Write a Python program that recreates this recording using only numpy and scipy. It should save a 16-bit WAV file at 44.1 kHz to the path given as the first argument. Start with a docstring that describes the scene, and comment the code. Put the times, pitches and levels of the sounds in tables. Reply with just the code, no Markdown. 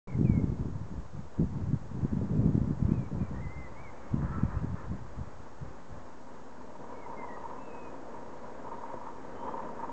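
"""Gusts buffet the microphone for six seconds: shaped noise plus single pressure pulses.
A blackbird whistles in bending sine notes over distant traffic (coloured noise, one engine drone);
something scrapes briefly far down the road (dense impacts through resonances, a sine squeal).
Then a longboard rolls up a country road from far away, hard wheels drumming on coarse asphalt:
random grit impacts ring deck and wheels, with louder carves and single bumps."""
import sys
import numpy as np
from scipy import signal
from scipy.fft import rfft, irfft
from scipy.io import wavfile
from scipy.ndimage import uniform_filter1d

SR = 44100
rng = np.random.default_rng(int(sys.argv[2]) if len(sys.argv) > 2 else 0)


def waveform_to_disk(signal):
    """Save audio, clipped to [-1, 1], as 16-bit WAV at the path in sys.argv[1]."""
    frames = np.transpose(np.atleast_2d(signal))
    scaled = np.clip(frames, -1, 1) * 32767
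    samples = np.round(scaled).astype(np.int16)
    wavfile.write(sys.argv[1], SR, samples)


N = 437472
TIME = np.arange(N) / SR  # [s]

# Levels in tables precede the trims in the functions; spectra are relative.
# far traffic, swell: (time [s], level [dB])
TRAFFIC_LEVEL = [(0, -51.5), (1.1, -53.5), (2, -51.5), (3, -50.5), (3.7, -49.5), (4.4, -47.5), (5, -50),
                 (5.6, -50.5), (6.4, -52), (7.5, -50.5), (9.92, -48)]
# far traffic, spectrum: (frequency [Hz], density [dB per Hz])
TRAFFIC_SPECTRUM = [(20, -20), (60, 0), (130, -4.5), (250, 2), (370, -1.5), (520, 1.5), (740, -4), (950, 0),
                    (1300, -7.5), (1750, -12), (2300, -21.5), (3200, -31.5), (6000, -51.5)]
# strokes of the far scrape: (start [s], length [s], first level [dB], last level [dB])
SCRAPE_STROKES = [(4.2, 0.19, -52.5, -48), (4.48, .08, -49, -52.5), (4.748, 0.026, -48, -48)]
# resonances of the scraped body: (frequency [Hz], width [Hz], gain [dB])
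SCRAPE_RESONANCES = [(977, 130, -1.5), (1295, 150, 1.5), (1430, 250, -3), (1740, 250, -5)]
SCRAPE_RISE_S, SCRAPE_FALL_DB_PER_S = 0.024, 168
# blackbird notes, nominal pitch: (start [s], length [s], start pitch [Hz], middle pitch [Hz],
# end pitch [Hz], level [dB], trill depth [0-1])
BLACKBIRD_NOTES = [(0.071, 0.1, 2245, 2160, 1980, -61.5, .9), (.238, .05, 2700, 2440, 2310, -61.5, 0),
                   (.265, 0.15, 2380, 2206, 2126, -57.5, 0.03), (2.328, 0.14, 2490, 2440, 2320, -74.5, 0.2),
                   (2.88, .06, 2190, 2370, 2600, -68, 0.1), (2.93, .16, 2610, 2370, 2210, -67, 0.24),
                   (3.187, 0.11, 2450, 2370, 2230, -67.5, .1), (3.335, 0.087, 1816, 1860, 1900, -60.5, .6),
                   (3.411, 0.096, 2100, 2020, 2010, -56, 0.2), (3.492, .2, 2033, 2086, 1940, -55, 0),
                   (3.755, 0.077, 2150, 2240, 2390, -59, .1), (3.825, .085, 2330, 2200, 1970, -56.5, .15),
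                   (3.96, 0.18, 2430, 2170, 2260, -71.5, .3), (4.127, 0.049, 3000, 2870, 2740, -75, 0.6),
                   (4.373, 0.24, 2710, 2320, 2890, -74.5, 0.04), (6.94, .08, 2200, 2210, 2300, -67, 0.4),
                   (7.004, .075, 2300, 2110, 1940, -59.5, 0.2), (7.163, .1, 2160, 2078, 2070, -54, 0.05),
                   (7.276, 0.098, 1990, 1906, 1920, -55, 0.33), (7.582, 0.14, 2560, 2670, 2510, -68, 0.07),
                   (7.698, 0.2, 2535, 2550, 2450, -63.5, 0.14), (9.347, .2, 3020, 3110, 3220, -73.5, 0.2)]
# gusts on the microphone: (start [s], length [s], first level [dB], last level [dB])
GUST_ROWS = [(.075, 0.069, -41, -29), (.16, 0.39, -22.5, -31), (.58, 0.28, -30, -38.5),
             (.9, 0.11, -36, -36), (1.13, .12, -33.5, -43.5), (1.365, 0.063, -34, -23),
             (1.5, 0.25, -34.5, -28), (1.89, 0.16, -39, -27.5), (2.11, 0.14, -28.5, -28.5),
             (2.29, .2, -26.5, -22.5), (2.53, .21, -25.5, -31.5), (2.79, 0.23, -26, -30.5),
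             (3.1, 0.12, -33, -29.5), (3.3, .19, -33.5, -38.5), (3.555, 0.053, -40, -40),
             (3.67, .19, -50, -49.5), (4.1, 0.15, -36, -30), (4.27, 0.21, -38, -34),
             (4.51, 0.23, -33.5, -37.5), (4.84, 0.11, -40.5, -33), (5.16, 0.058, -36, -38.5),
             (5.31, .05, -49, -54), (5.6, 0.11, -38.5, -49), (5.89, 0.12, -42.5, -51.5)]
# a gust arrives quickly, drops away and leaves a weak wake that dies slowly
GUST_RISE_S, GUST_FALL_DB_PER_S, WAKE_DB, WAKE_FALL_DB_PER_S = 0.016, 299.5, -10.5, 38
# turbulence in a light gust: (frequency [Hz], density [dB per Hz])
LIGHT_GUST_SPECTRUM = [(15, -6), (35, -3.5), (65, 5.5), (120, 2.5), (200, -9.5), (350, -36.5), (700, -34.5),
                       (2000, -67)]
# turbulence in a strong gust: (frequency [Hz], density [dB per Hz])
STRONG_GUST_SPECTRUM = [(15, -25), (40, -15.5), (80, -11.5), (130, 1.5), (200, -3.5), (320, -12.5),
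                        (500, -23.5), (900, -39.5), (2500, -78)]
# faint draught that never stops: (frequency [Hz], density [dB per Hz])
DRAUGHT_SPECTRUM = [(15, -9.5), (35, -5), (60, -0.5), (100, -7), (160, -6.5), (300, -24), (1000, -57.5)]
# gain of the wind's deep bass: (time [s], gain [dB])
BASS_GAIN = [(0, 1), (2, -2.5), (3, 1), (4.3, 5), (6, 2.5)]
# strongest eddies to hit the microphone: (time [s], peak level [dB])
STRONG_EDDIES = [(.213, -11), (.299, -8.5), (.378, -12), (.443, -13.5), (0.624, -22.5), (1.398, -14.5),
                 (1.412, -15), (1.432, -16), (1.734, -13.5), (2.05, -15), (2.134, -17.5), (2.375, -18.5),
                 (2.462, -9.5), (2.554, -13.5), (2.58, -12.5), (2.71, -16), (2.827, -16), (2.893, -15),
                 (2.921, -12), (3.229, -20), (4.144, -13), (4.169, -19), (4.385, -19.5), (4.436, -11.5),
                 (4.647, -20.5), (4.745, -24.5), (4.933, -23.5)]
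BUFFET_CENTRE_HZ = 176
# board rolling nearer: (time [s], level [dB])
ROLL_LEVEL = [(6.2, -56.5), (6.5, -56.5), (6.8, -48), (7.2, -43), (7.65, -47), (8.05, -44.5), (8.35, -47),
              (8.7, -44), (9.2, -49), (9.45, -41), (9.92, -45.5)]
# carves, wheels biting sideways: (start [s], length [s], first level [dB], last level [dB])
CARVE_ROWS = [(6.88, 0.61, -53, -43.5), (8.64, 0.47, -45.5, -49), (9.38, 0.21, -46.5, -37),
              (9.76, 0.11, -45, -40)]
CARVE_RISE_S, CARVE_FALL_DB_PER_S = 0.028, 132
# deck resonances: (frequency [Hz], width [Hz], gain [dB])
DECK_RESONANCES = [(150, 72, -12), (250, 48, -3), (409, 94, -5.5), (500, 85, -0.5), (630, 244, -7.5)]
# wheel and truck resonances: (frequency [Hz], width [Hz], gain [dB])
WHEEL_RESONANCES = [(868, 70, -6), (934, 38.5, 4), (1009, 89, -3.5), (1233, 108, -11.5), (1740, 200, -24.5)]
# larger stones and cracks: (time [s], wheel ring peak [dB], deck knock peak [dB])
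BUMP_ROWS = [(6.807, -55, -32.5), (6.842, -39, -48), (7.061, -44, -43), (7.373, -38.5, -49),
             (7.44, -46, -39), (7.622, -49, -45), (8.668, -33.5, -40), (8.689, -35, -41),
             (8.837, -32.5, -45), (8.941, -44, -27.5), (9.086, -38, -47), (9.45, -37, -43),
             (9.492, -32, -37), (9.54, -32, -33), (9.69, -33, -40)]
# recorder hiss: (frequency [Hz], density [dB per Hz])
HISS_SPECTRUM = [(100, 2.5), (3000, 0.5), (7300, 0.5), (7900, -3.5), (8400, -13), (8900, -31.5)]
OPEN_S, BAND_EDGE_HZ = .072, 8800


def amp(db):
    """Decibels to gain."""
    return 10 ** (np.asarray(db) / 20)


def evened(x):
    """Scales to rms 1."""
    return x / np.sqrt(np.mean(x ** 2) + 1e-20)


def level(s, db):
    """A dB curve as gain per sample, fading at 60 dB/s beyond its ends."""
    outside_s = np.maximum(np.maximum(s[0] - TIME, TIME - s[-1]), 0)
    return amp(np.interp(TIME, s, db) - 60 * outside_s)


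def add(mix, s, sound):
    """Mixes a sound in at time s, in place."""
    part = mix[max(round(s * SR), 0):][:len(sound)]
    part += sound[:len(part)]


def noise(spectrum):
    """Noise of rms 1 with the given spectrum."""
    hz, db = np.transpose(spectrum)
    bin_hz = np.fft.rfftfreq(N, 1 / SR)
    gain = amp(np.interp(np.log(bin_hz + 1), np.log(hz), db))
    return evened(irfft(rfft(rng.standard_normal(N)) * gain, N))


def wander(rate_hz):
    """Random drift of rms 1, low-passed at rate_hz."""
    rolloff = 1 + (np.fft.rfftfreq(N, 1 / SR) / rate_hz) ** 4
    return evened(irfft(rfft(rng.standard_normal(N)) / rolloff, N))


def swells(rows, rise_s, fall_db_per_s):
    """Gain of a row of swells: each rises, holds while its level drifts, then dies away."""
    power = np.zeros(N)
    t = TIME[:SR * 2]
    for s, length_s, first_db, last_db in rows:
        db = np.interp(t, [0, length_s], [first_db, last_db])
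        db -= fall_db_per_s * np.maximum(t - length_s, 0)
        add(power, s, (np.minimum(t / rise_s, 1) * amp(db)) ** 2)
    return np.sqrt(power)


def random_sizes(spread_db):
    """Uneven strengths of random sign, one per sample."""
    return amp(spread_db * np.minimum(rng.exponential(1, N), 3)) * rng.choice([-1, 1], N)


def grit(per_s, spread_db, patchy_db):
    """Impacts on stones of uneven size, lying in coarser and finer patches."""
    size = random_sizes(spread_db)
    return size * (rng.random(N) < per_s / SR) * amp(patchy_db * wander(rate_hz=28))


def ring(x, modes):
    """Drives a set of resonances; neighbours swing in opposite senses."""
    out = 0
    for k, (hz, width_hz, db) in enumerate(modes):
        b, a = signal.iirpeak(hz, hz / width_hz, SR)
        out = out + (-1) ** k * amp(db) * signal.lfilter(b, a, x)
    return out


def far(x, edge_hz):
    """Distance takes the treble away."""
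    sos = signal.butter(N=4, Wn=min(edge_hz, SR / 3), fs=SR, output="sos")
    return signal.sosfilt(sos, x)


def outdoors(x, wet_db, t60_s):
    """Hedges and house walls scatter a thin tail of sparse, decaying echoes."""
    t = TIME[:SR]
    echoes = rng.standard_normal(SR) * (rng.random(SR) < 900 / SR)
    tail = echoes * amp(-60 * t / t60_s) * (t > .012)
    return x + amp(wet_db) * signal.fftconvolve(x, tail / np.linalg.norm(tail))[:N]


def traffic(swell_db=0.8, drone_hz=248, drone_db=-63):
    """Tyre noise from far roads; one engine drone stands out for a while."""
    wash = level(*np.transpose(TRAFFIC_LEVEL)) * noise(TRAFFIC_SPECTRUM)
    wash *= amp(swell_db * wander(rate_hz=12))
    drone_pitch_hz = drone_hz * (1 + 0.009 * wander(rate_hz=14.7))
    drone = np.sin(2 * np.pi * np.cumsum(drone_pitch_hz) / SR)
    return wash + amp(drone_db) * level([5.2, 6.1, 6.6, 7.2], [-3, 5.5, 6.5, -16]) * drone


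def scrape(squeal_hz=1325, squeal_db=-47):
    """Dense impacts ring a far body, which catches briefly in an unsteady squeal."""
    impacts = grit(per_s=6000, spread_db=1, patchy_db=1.3)
    rub = evened(far(ring(impacts, SCRAPE_RESONANCES), edge_hz=1950))
    rub *= swells(SCRAPE_STROKES, SCRAPE_RISE_S, SCRAPE_FALL_DB_PER_S)
    pitch_hz = squeal_hz * (1 + 0.0051 * wander(rate_hz=48))
    squeal = np.sin(2 * np.pi * np.cumsum(pitch_hz) / SR)
    return rub + amp(squeal_db) * level([4.29, 4.335, 4.39, 4.46], [-31, 2.0, -0.5, -19]) * squeal


def blackbird(trill_hz=47, swing_hz=90, fade_s=0.017):
    """Clean whistles, each bending along one arc; a trill breaks a note into quick arched chirps."""
    out = np.zeros(N)
    drift = 1 + .003 * wander(rate_hz=50)
    for s, length_s, start_hz, middle_hz, end_hz, db, trill in BLACKBIRD_NOTES:
        t = np.arange(0, length_s, 1 / SR)
        arc = np.polyfit([0, .5, 1], [start_hz, middle_hz, end_hz], 2)
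        hz = np.polyval(arc, t / length_s) * np.interp(s + t, TIME, drift)
        beat = 2 * np.pi * trill_hz * t
        hz += swing_hz * trill * np.sin(beat - np.pi / 4)
        fade = signal.windows.tukey(len(t), min(2 * fade_s / length_s, 1))
        loudness = np.sqrt(2) * amp(db) * (1 - trill * np.cos(beat)) * fade
        add(out, s, loudness * np.sin(2 * np.pi * np.cumsum(hz) / SR))
    return out


def eddies(per_s, spread_db, top_hz):
    """Separate swirls of all sizes; the small ones are weak and flap higher."""
    t = np.arange(-900, 900) / SR
    out = np.zeros(N)
    for hz in np.geomspace(90, top_hz, num=8):
        phase = (np.pi * hz * t) ** 2
        pulse = (1 - 2 * phase) * np.exp(-phase)
        hits = random_sizes(spread_db) * (rng.random(N) < per_s / SR)
        out += signal.oaconvolve(hits, pulse, "same") / hz
    return evened(out)


def wind(trim_db=-2, light_db=-46, strong_db=-26, eddy_db=0, flutter_db=2.5, draught_db=-62):
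    """Turbulence at the microphone: stronger gusts shed smaller eddies and sound brighter."""
    wake = amp(WAKE_DB) * swells(GUST_ROWS, GUST_RISE_S, WAKE_FALL_DB_PER_S)
    gust = np.maximum(swells(GUST_ROWS, GUST_RISE_S, GUST_FALL_DB_PER_S), wake)
    gust_db = 20 * np.log10(gust + 1e-9)
    force = np.clip((gust_db - light_db) / (strong_db - light_db), 0, 1)
    air = np.sqrt(1 - force) * noise(LIGHT_GUST_SPECTRUM) + np.sqrt(force) * noise(STRONG_GUST_SPECTRUM)
    air *= amp(flutter_db * wander(rate_hz=83))
    air += amp(eddy_db) * eddies(per_s=13, spread_db=4.5, top_hz=308)
    air /= np.sqrt(uniform_filter1d(air ** 2, size=4400) + 1e-9)  # the gusts alone set the slow swell
    deep = signal.sosfiltfilt(signal.butter(N=2, Wn=115, fs=SR, output="sos"), air)
    air += (amp(np.interp(TIME, *np.transpose(BASS_GAIN))) - 1) * deep  # later gusts boom more
    return amp(trim_db) * gust * air + amp(draught_db) * noise(DRAUGHT_SPECTRUM)


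def buffets(trim_db=-1, cycles=0.4, flap_db=-21, flap_ratio=1.5, scatter=0.12):
    """Each strong eddy is one push and pull of pressure, with a smaller, quicker flap inside it."""
    t = np.arange(-700, 700) / SR

    def pulse(hz, turn):
        """Oscillation under a bell-shaped envelope a fraction of a cycle wide."""
        return np.cos(2 * np.pi * (hz * t + turn)) / np.cosh(np.pi / 2 * hz * t / cycles)

    out = np.zeros(N)
    draws = rng.uniform(-1.03, 1, (len(STRONG_EDDIES), 3))
    for (s, db), (size, push_turn, flap_turn) in zip(STRONG_EDDIES, draws):
        hz = BUFFET_CENTRE_HZ * (1 + scatter * size)
        push, flap = pulse(hz, push_turn), pulse(hz * flap_ratio, flap_turn)
        add(out, s + t[0], amp(db + trim_db) * (push + amp(flap_db) * flap))
    return out


def bumps(wheel_db=-1, deck_db=-1):
    """Larger stones and cracks knock the board's resonances singly."""
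    blow = signal.unit_impulse(4096)
    clack = far(ring(blow, WHEEL_RESONANCES), edge_hz=1700)
    knock = far(ring(blow, DECK_RESONANCES), edge_hz=1200)
    clack, knock = clack / abs(clack).max(), knock / abs(knock).max()
    out = np.zeros(N)
    for s, ring_db, knock_db in BUMP_ROWS:
        add(out, s - .002, amp(ring_db + wheel_db) * clack + amp(knock_db + deck_db) * knock)
    return out


def board(deck_db=-3.0, straight_db=-7, carve_db=-1):
    """Road grit rings deck and wheels as the board comes nearer; the wheels ring out in each carve."""
    roll = level(*np.transpose(ROLL_LEVEL))
    carve = swells(CARVE_ROWS, CARVE_RISE_S, CARVE_FALL_DB_PER_S)
    bite = np.hypot(amp(straight_db) * roll, amp(carve_db) * carve)
    deck_grit = grit(per_s=1500, spread_db=-1.5, patchy_db=-0.5)
    wheel_grit = grit(per_s=650, spread_db=3.5, patchy_db=2.5)
    deck = evened(far(ring(deck_grit, DECK_RESONANCES), edge_hz=1900))
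    wheels = evened(far(ring(wheel_grit, WHEEL_RESONANCES), edge_hz=2900))
    return amp(deck_db) * roll * deck + bite * wheels


def scene():
    """Wind at the microphone, dry; road and bird with their outdoor tails; far traffic."""
    bird = outdoors(blackbird(), wet_db=-10.5, t60_s=0.69)
    road = outdoors(board() + bumps() + scrape(), wet_db=-13.0, t60_s=0.2)
    return (traffic() + bird + wind() + buffets() + road)[None]


def record(dry, hiss_db=-68.0, whine_hz=6666.6, whine_db=-83, offset=-.009):
    """A small camera adds hiss, a thin whine and a steady offset, opens after a moment, has a narrow band."""
    whine = np.sqrt(2) * amp(whine_db) * np.sin(2 * np.pi * whine_hz * TIME)
    opened = np.clip((TIME - OPEN_S) / .002, 0, 1)
    wet = (dry + amp(hiss_db) * noise(HISS_SPECTRUM) + whine + offset) * opened
    band = signal.firwin(511, BAND_EDGE_HZ, window=("kaiser", 9), fs=SR)
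    return signal.oaconvolve(wet, band[None], "same")


dry = scene()
out = record(dry)
waveform_to_disk(out)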